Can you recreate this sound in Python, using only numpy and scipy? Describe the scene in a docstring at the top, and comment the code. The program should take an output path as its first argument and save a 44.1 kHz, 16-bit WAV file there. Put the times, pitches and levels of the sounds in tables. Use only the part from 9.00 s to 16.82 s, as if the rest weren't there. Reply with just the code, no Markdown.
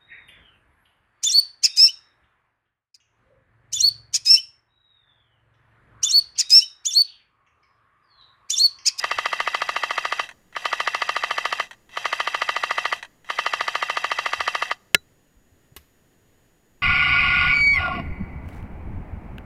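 """In still woodland, an electric airsoft machine gun fires four bursts an arm's length from a head camera.
In each cycle whining gears draw the piston back against its spring and let it go; it rattles forward
and slams home, ringing the barrel and receiver. The trees scatter back a faint tail.
After the last burst a hard knock close to the microphone overloads it, and a lighter click follows.
Soft handling bumps and a quiet bed of air sit underneath."""
import sys
import numpy as np
from scipy import signal
from scipy.fft import rfft, irfft, next_fast_len
from scipy.io import wavfile

SR = 44100
rng = np.random.default_rng(int(sys.argv[2]) if len(sys.argv) > 2 else 0)


def file_out(sig):
    """Save sig as 16-bit WAV at sys.argv[1]."""
    # one column per channel
    cols = np.atleast_2d(sig).T
    # limit, then scale
    lim = np.clip(cols, -1, 1)
    pcm = np.round(lim * 32767).astype(np.int16)
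    wavfile.write(sys.argv[1], SR, pcm)


N = 344857
T = np.arange(N) / SR

# Colour of the woodland air. Each row: frequency in Hz, relative level in dB.
AIR_COLOUR = [(20, -6), (50, -16), (100, -13), (200, -14), (400, -18), (800, -26.5), (1300, -30.5),
              (1850, -25.5), (2300, -34), (2850, -31), (4000, -37.5), (8000, -39), (14500, -38.5),
              (16000, -47.5)]
# The camera's thin electronic whistle. Each row: pitch in Hz, rms level in dB.
WHISTLE_TONES = [(6804, -76), (13609, -91)]
# Soft handling thumps. Each row: start in seconds, level in dB, pitch in Hz, t60 in seconds.
HANDLING_BUMPS = [(0.167, -41, 89, 0.075), (5.385, -43, 82, 0.2), (5.946, -29, 160, 0.07),
                  (5.96, -44.5, 81, 0.16), (6.367, -44.5, 44, 0.1), (6.519, -49.5, 85, 0.13),
                  (6.721, -37.5, 132.4, 0.035), (6.766, -44, 73.7, 0.23)]

# Rings of the hollow click, the hard knock, and the barrel and receiver under the slam.
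# Each row: pitch in Hz, level in dB before any filtering, t60 in seconds.
CLICK_MODES = [(410, -42, 0.045), (1093, -37.5, .04), (2900, -35, 0.032)]
KNOCK_MODES = [(420, -13.5, .035), (740, -43, .06), (1430, -11.5, 0.045), (1710, 3.5, 0.02),
               (1954, -35.5, 0.076), (2140, 8, .014), (2700, 12.5, 0.01), (2950, 10.5, .01),
               (3960, 5, 0.012), (3950, -32, .12), (5870, -37, 0.056), (6490, -42, .06),
               (7230, -56.5, 0.16)]
BODY_MODES = [(392.2, -28.5, 0.025), (560, -36, 0.035), (683, -39.5, .03), (745, -26, 0.023),
              (964.5, -24, 0.037), (1170, -16, 0.031), (1230, -18.5, 0.043), (1450, -31.5, 0.062),
              (1743, -25, 0.04), (2007, -18, 0.023), (2748, -25, 0.053), (3004, -32, 0.026)]

# Resonances of the latch pawl, the gearbox shell, steel on steel, and the piston's rails.
# Each row: centre in Hz, width in Hz, relative level in dB.
PAWL_PEAKS = [(1030, 250, -6), (1910, 220, 5), (2600, 220, -1), (3140, 220, -3), (3850, 250, -8.5),
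              (5840, 970, -17), (8000, 1300, -27.5)]
SHELL_PEAKS = [(540, 85, -5), (741, 23, 7), (832, 41, -2), (925, 65, -3.5), (1100, 110, -6), (1233, 70, 2),
               (1797, 45, -4.5), (1982, 110, 13), (2698, 130, 10), (3147, 230, 7.5), (3773, 170, 3),
               (4743, 280, -6), (5720, 550, -4.5), (7376, 700, -15.5), (8650, 900, -21), (10610, 1100, -13),
               (12200, 900, -18)]
STEEL_PEAKS = [(4050, 450, 2.5), (4643, 300, 8), (5430, 240, 1.5), (6663, 410, -13.5), (10310, 400, -8),
               (11040, 300, -10.5), (12240, 300, -18)]
RAIL_PEAKS = [(895, 270, -7), (1673, 50, -6), (1924, 270, 11), (2570, 52, 3.5), (3052, 59, 13),
              (3880, 330, -6.5)]

# Trigger pulls. Each row: motor on, motor off, gears at rest and first slam, all in seconds,
# number of shots, cycle length in seconds, seconds lost while the motor gains speed.
TRIGGER_PULLS = [(-.2, 1.24, 1.32, .0431, 17, .07216, 0), (1.526, 2.625, 2.71, 1.5665, 15, .07238, .0205),
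                 (2.892, 3.95, 4.05, 2.9735, 14, .0725, .012),
                 (4.245, 5.67, 5.785, 4.3031, 20, .07249, .0168)]
# The half-drawn spring throws the gears back on their latch.
# Each row: start in seconds, relative level in dB.
LATCH_CLACKS = [(1.29, -31.5), (2.71, -33), (4.027, -28.5)]
# Gear mesh over one cycle, sagging as the spring is drawn. Each row: position in the cycle from 0 to 1,
# pitch at full speed in Hz, overall gear gain in dB, extra squeal gain in dB.
GEAR_CYCLE = [(0, 2413, 3, -29), (0.2, 2792, -5.5, -16), (0.359, 2761, -3, -13.5), (.54, 2593, -5.5, -9.5),
              (.63, 2500, -5, 2.5), (0.76, 2357, -5, 0), (0.861, 2221, -9, -18), (1, 2381, -8, -24)]

# Steel ticks and rail contacts as the piston runs forward, then rebounds.
# Each row: offset from the slam in seconds, relative level in dB.
RACK_TICKS = [(-.0026, -16.5), (-.0013, -9), (.0025, -20.5), (.0061, -21), (.0071, -24)]
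RAIL_CONTACTS = [(-.0054, -5), (-.0039, 1.5), (-.0023, 2.5), (.0018, 0.5), (.0054, -1), (.0069, 0)]


def undb(db):
    """Decibels to gain."""
    return 10 ** (np.asarray(db) / 20)


def unit(x):
    """Scale to rms 1."""
    return x / np.std(x)


def span(seconds):
    """Time axis of a short sound."""
    return np.arange(int(seconds * SR)) / SR


def fade(t, t60):
    """Exponential decay, 60 dB down after t60 seconds."""
    return np.exp(-np.log(1000) * t / t60)


def add(out, at, sound):
    """Mix a sound in at a time in seconds."""
    i = max(int(at * SR), 0)
    out[i:i + len(sound)] += sound[:max(N - i, 0)]


def band(x, low_hz, high_hz):
    """Band-pass EQ."""
    sos = signal.butter(3, [low_hz, min(high_hz, .45 * SR)], "band", fs=SR, output="sos")
    return signal.sosfilt(sos, x)


def through(x, response):
    """Play a sound through an impulse response."""
    return signal.oaconvolve(x, response)[:N]


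def strikes(times, sizes):
    """A train of one-sample clicks."""
    return np.bincount(np.clip(np.round(times * SR).astype(int), 0, N - 1), sizes, N)


def scuff(times, sizes, t60):
    """Decaying puffs of friction noise, each gated off after 60 ms."""
    return through(strikes(times, sizes), fade(span(.06), t60)) * rng.standard_normal(N)


def ring(modes, t):
    """Free ring of (Hz, dB, t60) modes."""
    return sum(undb(db) * fade(t, t60) * np.sin(2 * np.pi * hz * t) for hz, db, t60 in modes)


def resonator(peaks, low_hz, high_hz):
    """Unit-energy response of (Hz, width, dB) resonances of a part too small to radiate bass."""
    t = np.arange(2048) / SR
    response = sum(undb(db) * width * np.exp(-np.pi * width * t) * np.sin(2 * np.pi * hz * t)
                   for hz, width, db in peaks)
    response = band(response, low_hz, high_hz)
    return response / np.linalg.norm(response)


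def noise(colour, size):
    """Noise of rms 1 with a (Hz, dB) colour."""
    hz, db = np.transpose(colour)
    n = next_fast_len(size, True)
    bin_hz = np.maximum(np.fft.rfftfreq(n, 1 / SR), 1)
    eq = undb(np.interp(np.log(bin_hz), np.log(hz), db))
    return unit(irfft(rfft(rng.standard_normal(n)) * eq, n)[:size])


def walk(rate_hz):
    """A gliding random modulator with a spread near 1."""
    knots = rng.standard_normal(int(N / SR * rate_hz) + 2)
    return np.interp(T * rate_hz, np.arange(len(knots)), knots)


def air(level_db=-61, swell_db=.7):
    """The bed: a quiet rumble and hiss that swells a little."""
    return noise(AIR_COLOUR, N) * undb(level_db + swell_db * walk(6.2))


def woodland(source, wet_db=-28, t60=1.0, build_s=.011):
    """Trunks scatter back a faint tail, scooped in the mids."""
    t = span(.6)
    colour = [(150, 11.5), (500, -2.5), (1200, -9.5), (3000, -12.5), (7000, 4), (15000, -8)]
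    tail = noise(colour, len(t)) * fade(t, t60) * (1 - np.exp(-t / build_s))
    return undb(wet_db) * through(source, tail / np.linalg.norm(tail))


def bumps(attack_s=.0016):
    """Soft low thumps as the gun and camera are moved."""
    out, t = np.zeros(N), span(.3)
    for at, db, hz, t60 in HANDLING_BUMPS:
        add(out, at, ring([(hz, db, t60)], t) * (1 - np.exp(-t / attack_s)))
    return out


def click(start_s=6.7643, snap_db=-33, tail_db=-60):
    """A light, dry handling click: a snap, a hollow ring and a faint tail."""
    out, t = np.zeros(N), span(.4)
    colour = [(200, -8), (750, -13), (1100, 1), (1500, -6), (2000, 2),
              (3000, -2.5), (5500, -7), (9000, -12), (14000, -2), (16000, -23)]
    envelope = undb(snap_db) * fade(t, t60=.045) + undb(tail_db) * fade(t, t60=.57)
    add(out, start_s, noise(colour, len(t)) * envelope + ring(CLICK_MODES, t))
    return out


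def knock(start_s=5.946, crack_db=1.5):
    """A hard knock right by the microphone: a crack and a short ring."""
    out, t = np.zeros(N), span(.3)
    colour = [(200, -29.5), (1000, -14), (1800, 2), (3200, 1.5), (5000, .5), (9000, -13), (16000, -16)]
    crack = undb(crack_db) * noise(colour, len(t)) * fade(t, t60=.014)
    add(out, start_s, band(crack + ring(KNOCK_MODES, t), low_hz=240, high_hz=14000))
    return out


def recoil(slams, sizes, gain_db=-40):
    """Each shot shakes the camera with a faint low thud."""
    return undb(gain_db) * band(scuff(slams, sizes, t60=.39), low_hz=62, high_hz=200)


def latch(take_up_db=-46, bounce_s=.021, bounce_db=-9):
    """Small steel clacks: the gears take up slack, or fall back on their latch with one bounce."""
    starts = np.array([on for on, *_ in TRIGGER_PULLS if on > 0])
    falls, fall_db = np.transpose(LATCH_CLACKS)
    times = np.r_[starts, falls, falls + bounce_s]
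    levels = np.r_[np.full(len(starts), take_up_db), fall_db, fall_db + bounce_db]
    clacks = scuff(times, undb(levels), t60=.052)
    return through(clacks, resonator(PAWL_PEAKS, low_hz=700, high_hz=11040))


def motor_speed(spin_up_s=.041):
    """Speed from 0 to 1: the motor winds up on each trigger pull, then coasts to rest."""
    speed = np.zeros(N)
    for on, off, rest, *_ in TRIGGER_PULLS:
        wind_up = 1 - np.exp(-np.maximum(T - on, 0) / spin_up_s)
        speed += wind_up * np.clip((rest - T) / (rest - off), 0, 1)
    return speed


def cycle_position(slams):
    """A ramp from 0 to 1 from slam to slam, held at 1 in the pauses."""
    period = np.median(np.diff(slams))
    marks = np.r_[slams[0] - period, slams, slams[-1] + period]
    lengths = np.minimum(np.diff(marks), 1.25 * period)
    latest = np.clip(np.searchsorted(marks, T, "right") - 1, 0, len(slams))
    return np.clip((T - marks[latest]) / lengths[latest], 0, 1)


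def gears(slams, whine_db=-45, spur_db=-52, squeal_db=-36, grind_db=-31.5, waver_db=.9):
    """The pinion whines and the teeth grind, both ringing the shell; the pitch sags in every cycle."""
    speed, position = motor_speed(), cycle_position(slams)
    points, *curves = np.transpose(GEAR_CYCLE)
    mesh_hz, load_db, strain_db = (np.interp(position, points, curve) for curve in curves)
    wobble = 1 + .018 * walk(900) + .012 * walk(30)
    phase = 2 * np.pi * np.cumsum(mesh_hz * np.sqrt(speed) * wobble) / SR
    whine = undb(whine_db) * np.sin(phase)
    spur = undb(spur_db) * np.sin(phase / 3)
    # with the spring nearly full, the strained teeth squeal on their overtones
    overtones = np.sin(2 * phase) + undb(-10) * np.sin(3 * phase) + undb(-12) * np.sin(4 * phase)
    squeal = undb(squeal_db + strain_db) * overtones
    # the tones drop out first as the gears coast, leaving the rattle
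    tones = (whine + spur + squeal) * undb(waver_db * walk(50)) * speed ** 3
    # uneven teeth grind harder once per turn of the pinion
    grit = rng.standard_normal(N) * undb(1.2 * walk(700))
    grind = undb(grind_db) * unit(grit * (1 + .5 * np.sin(phase / 10)))
    drive = (tones + grind) * undb(load_db) * speed ** 1.5
    return through(drive, resonator(SHELL_PEAKS, low_hz=670, high_hz=10170))


def release(slams, sizes, slip_lead_s=.0145, slip_db=-34, spring_lead_s=.014, spring_db=-28.5):
    """Just before each slam the last tooth slips off the piston and the freed spring rasps."""
    slip = scuff(slams - slip_lead_s, sizes, t60=.055)
    rasp = scuff(slams - spring_lead_s, sizes, t60=.05)
    tooth = through(slip, resonator([(1280, 190, 0)], low_hz=700, high_hz=2500))
    spring = through(rasp, resonator([(1960, 170, 0)], low_hz=1300, high_hz=3200))
    return undb(slip_db) * tooth + undb(spring_db) * spring


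def steel_rack(slams, sizes, loading_s=.011, loading_db=-36, grit_db=-18, jitter_s=.00008):
    """The bright edge: the piston's rack ticks out and back, then the tappet and nozzle rasp as the next BB
    loads."""
    offsets, tick_db = np.transpose(RACK_TICKS)
    jitter = jitter_s * rng.standard_normal((len(slams), len(offsets)))
    times = (slams[:, None] + offsets + jitter).ravel()
    gains = (sizes[:, None] * undb(tick_db)).ravel()
    ticks = strikes(times, gains) + undb(grit_db) * scuff(times, gains, t60=.0042)
    loading = undb(loading_db) * scuff(slams + loading_s, sizes, t60=.045)
    return through(ticks + loading, resonator(STEEL_PEAKS, low_hz=3490, high_hz=10000))


def piston(slams, sizes, slam_db=.5, rattle_db=-5, scrape_db=-24, jitter_s=.00002, scatter_db=.7):
    """The punch: the piston chatters along its rails, slams into the cylinder head and rebounds."""
    # the rubber piston head softens the blow
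    body = band(ring(BODY_MODES, span(.1)), low_hz=499, high_hz=3185)
    slam = through(strikes(slams, sizes * undb(slam_db)), body)
    offsets, contact_db = np.transpose(RAIL_CONTACTS)
    chance = rng.standard_normal((len(slams), 2, len(offsets)))
    times = (slams[:, None] + offsets + jitter_s * chance[:, 0]).ravel()
    gains = (sizes[:, None] * undb(contact_db + scatter_db * chance[:, 1])).ravel()
    contacts = strikes(times, gains) + undb(scrape_db) * scuff(times, gains, t60=.0076)
    rattle = through(contacts, resonator(RAIL_PEAKS, low_hz=1100, high_hz=4050))
    return slam + undb(rattle_db) * rattle


def firing_rhythm(settle=.14, coast_drag=.63, slow_start_db_per_s=-220, scatter_db=.64):
    """Times and strengths of the slams: a steady cycle, slower while the motor gains speed or coasts."""
    times, levels = [], []
    for _, off, _, first, count, cycle, lost in TRIGGER_PULLS:
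        shot = np.arange(count)
        at = first + shot * cycle + lost * (1 - settle ** shot)
        times.append(at + coast_drag * np.maximum(at - off, 0))
        levels.append(slow_start_db_per_s * lost * (shot == 0))  # a slow start softens the first shot
    db = np.concatenate(levels)
    return np.concatenate(times), undb(db + scatter_db * rng.standard_normal(len(db)))


def scene():
    """The mono mix: the gun, the knock and the handling among the trees."""
    slams, sizes = firing_rhythm()
    gun = gears(slams) + release(slams, sizes) + piston(slams, sizes)
    gun += steel_rack(slams, sizes) + latch()
    return (gun + woodland(gun) + recoil(slams, sizes) + knock() + click() + bumps() + air())[None]


def record(dry, ceiling=.63, top_hz=15900):
    """The camera adds its whistle, flattens the loudest peaks and cuts the top."""
    whistle = sum(np.sqrt(2) * undb(db) * np.sin(2 * np.pi * hz * T) for hz, db in WHISTLE_TONES)
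    overloaded = np.clip(dry + whistle, -ceiling, ceiling)
    return signal.sosfiltfilt(signal.butter(12, top_hz, fs=SR, output="sos"), overloaded)


dry = scene()
out = record(dry)
file_out(out)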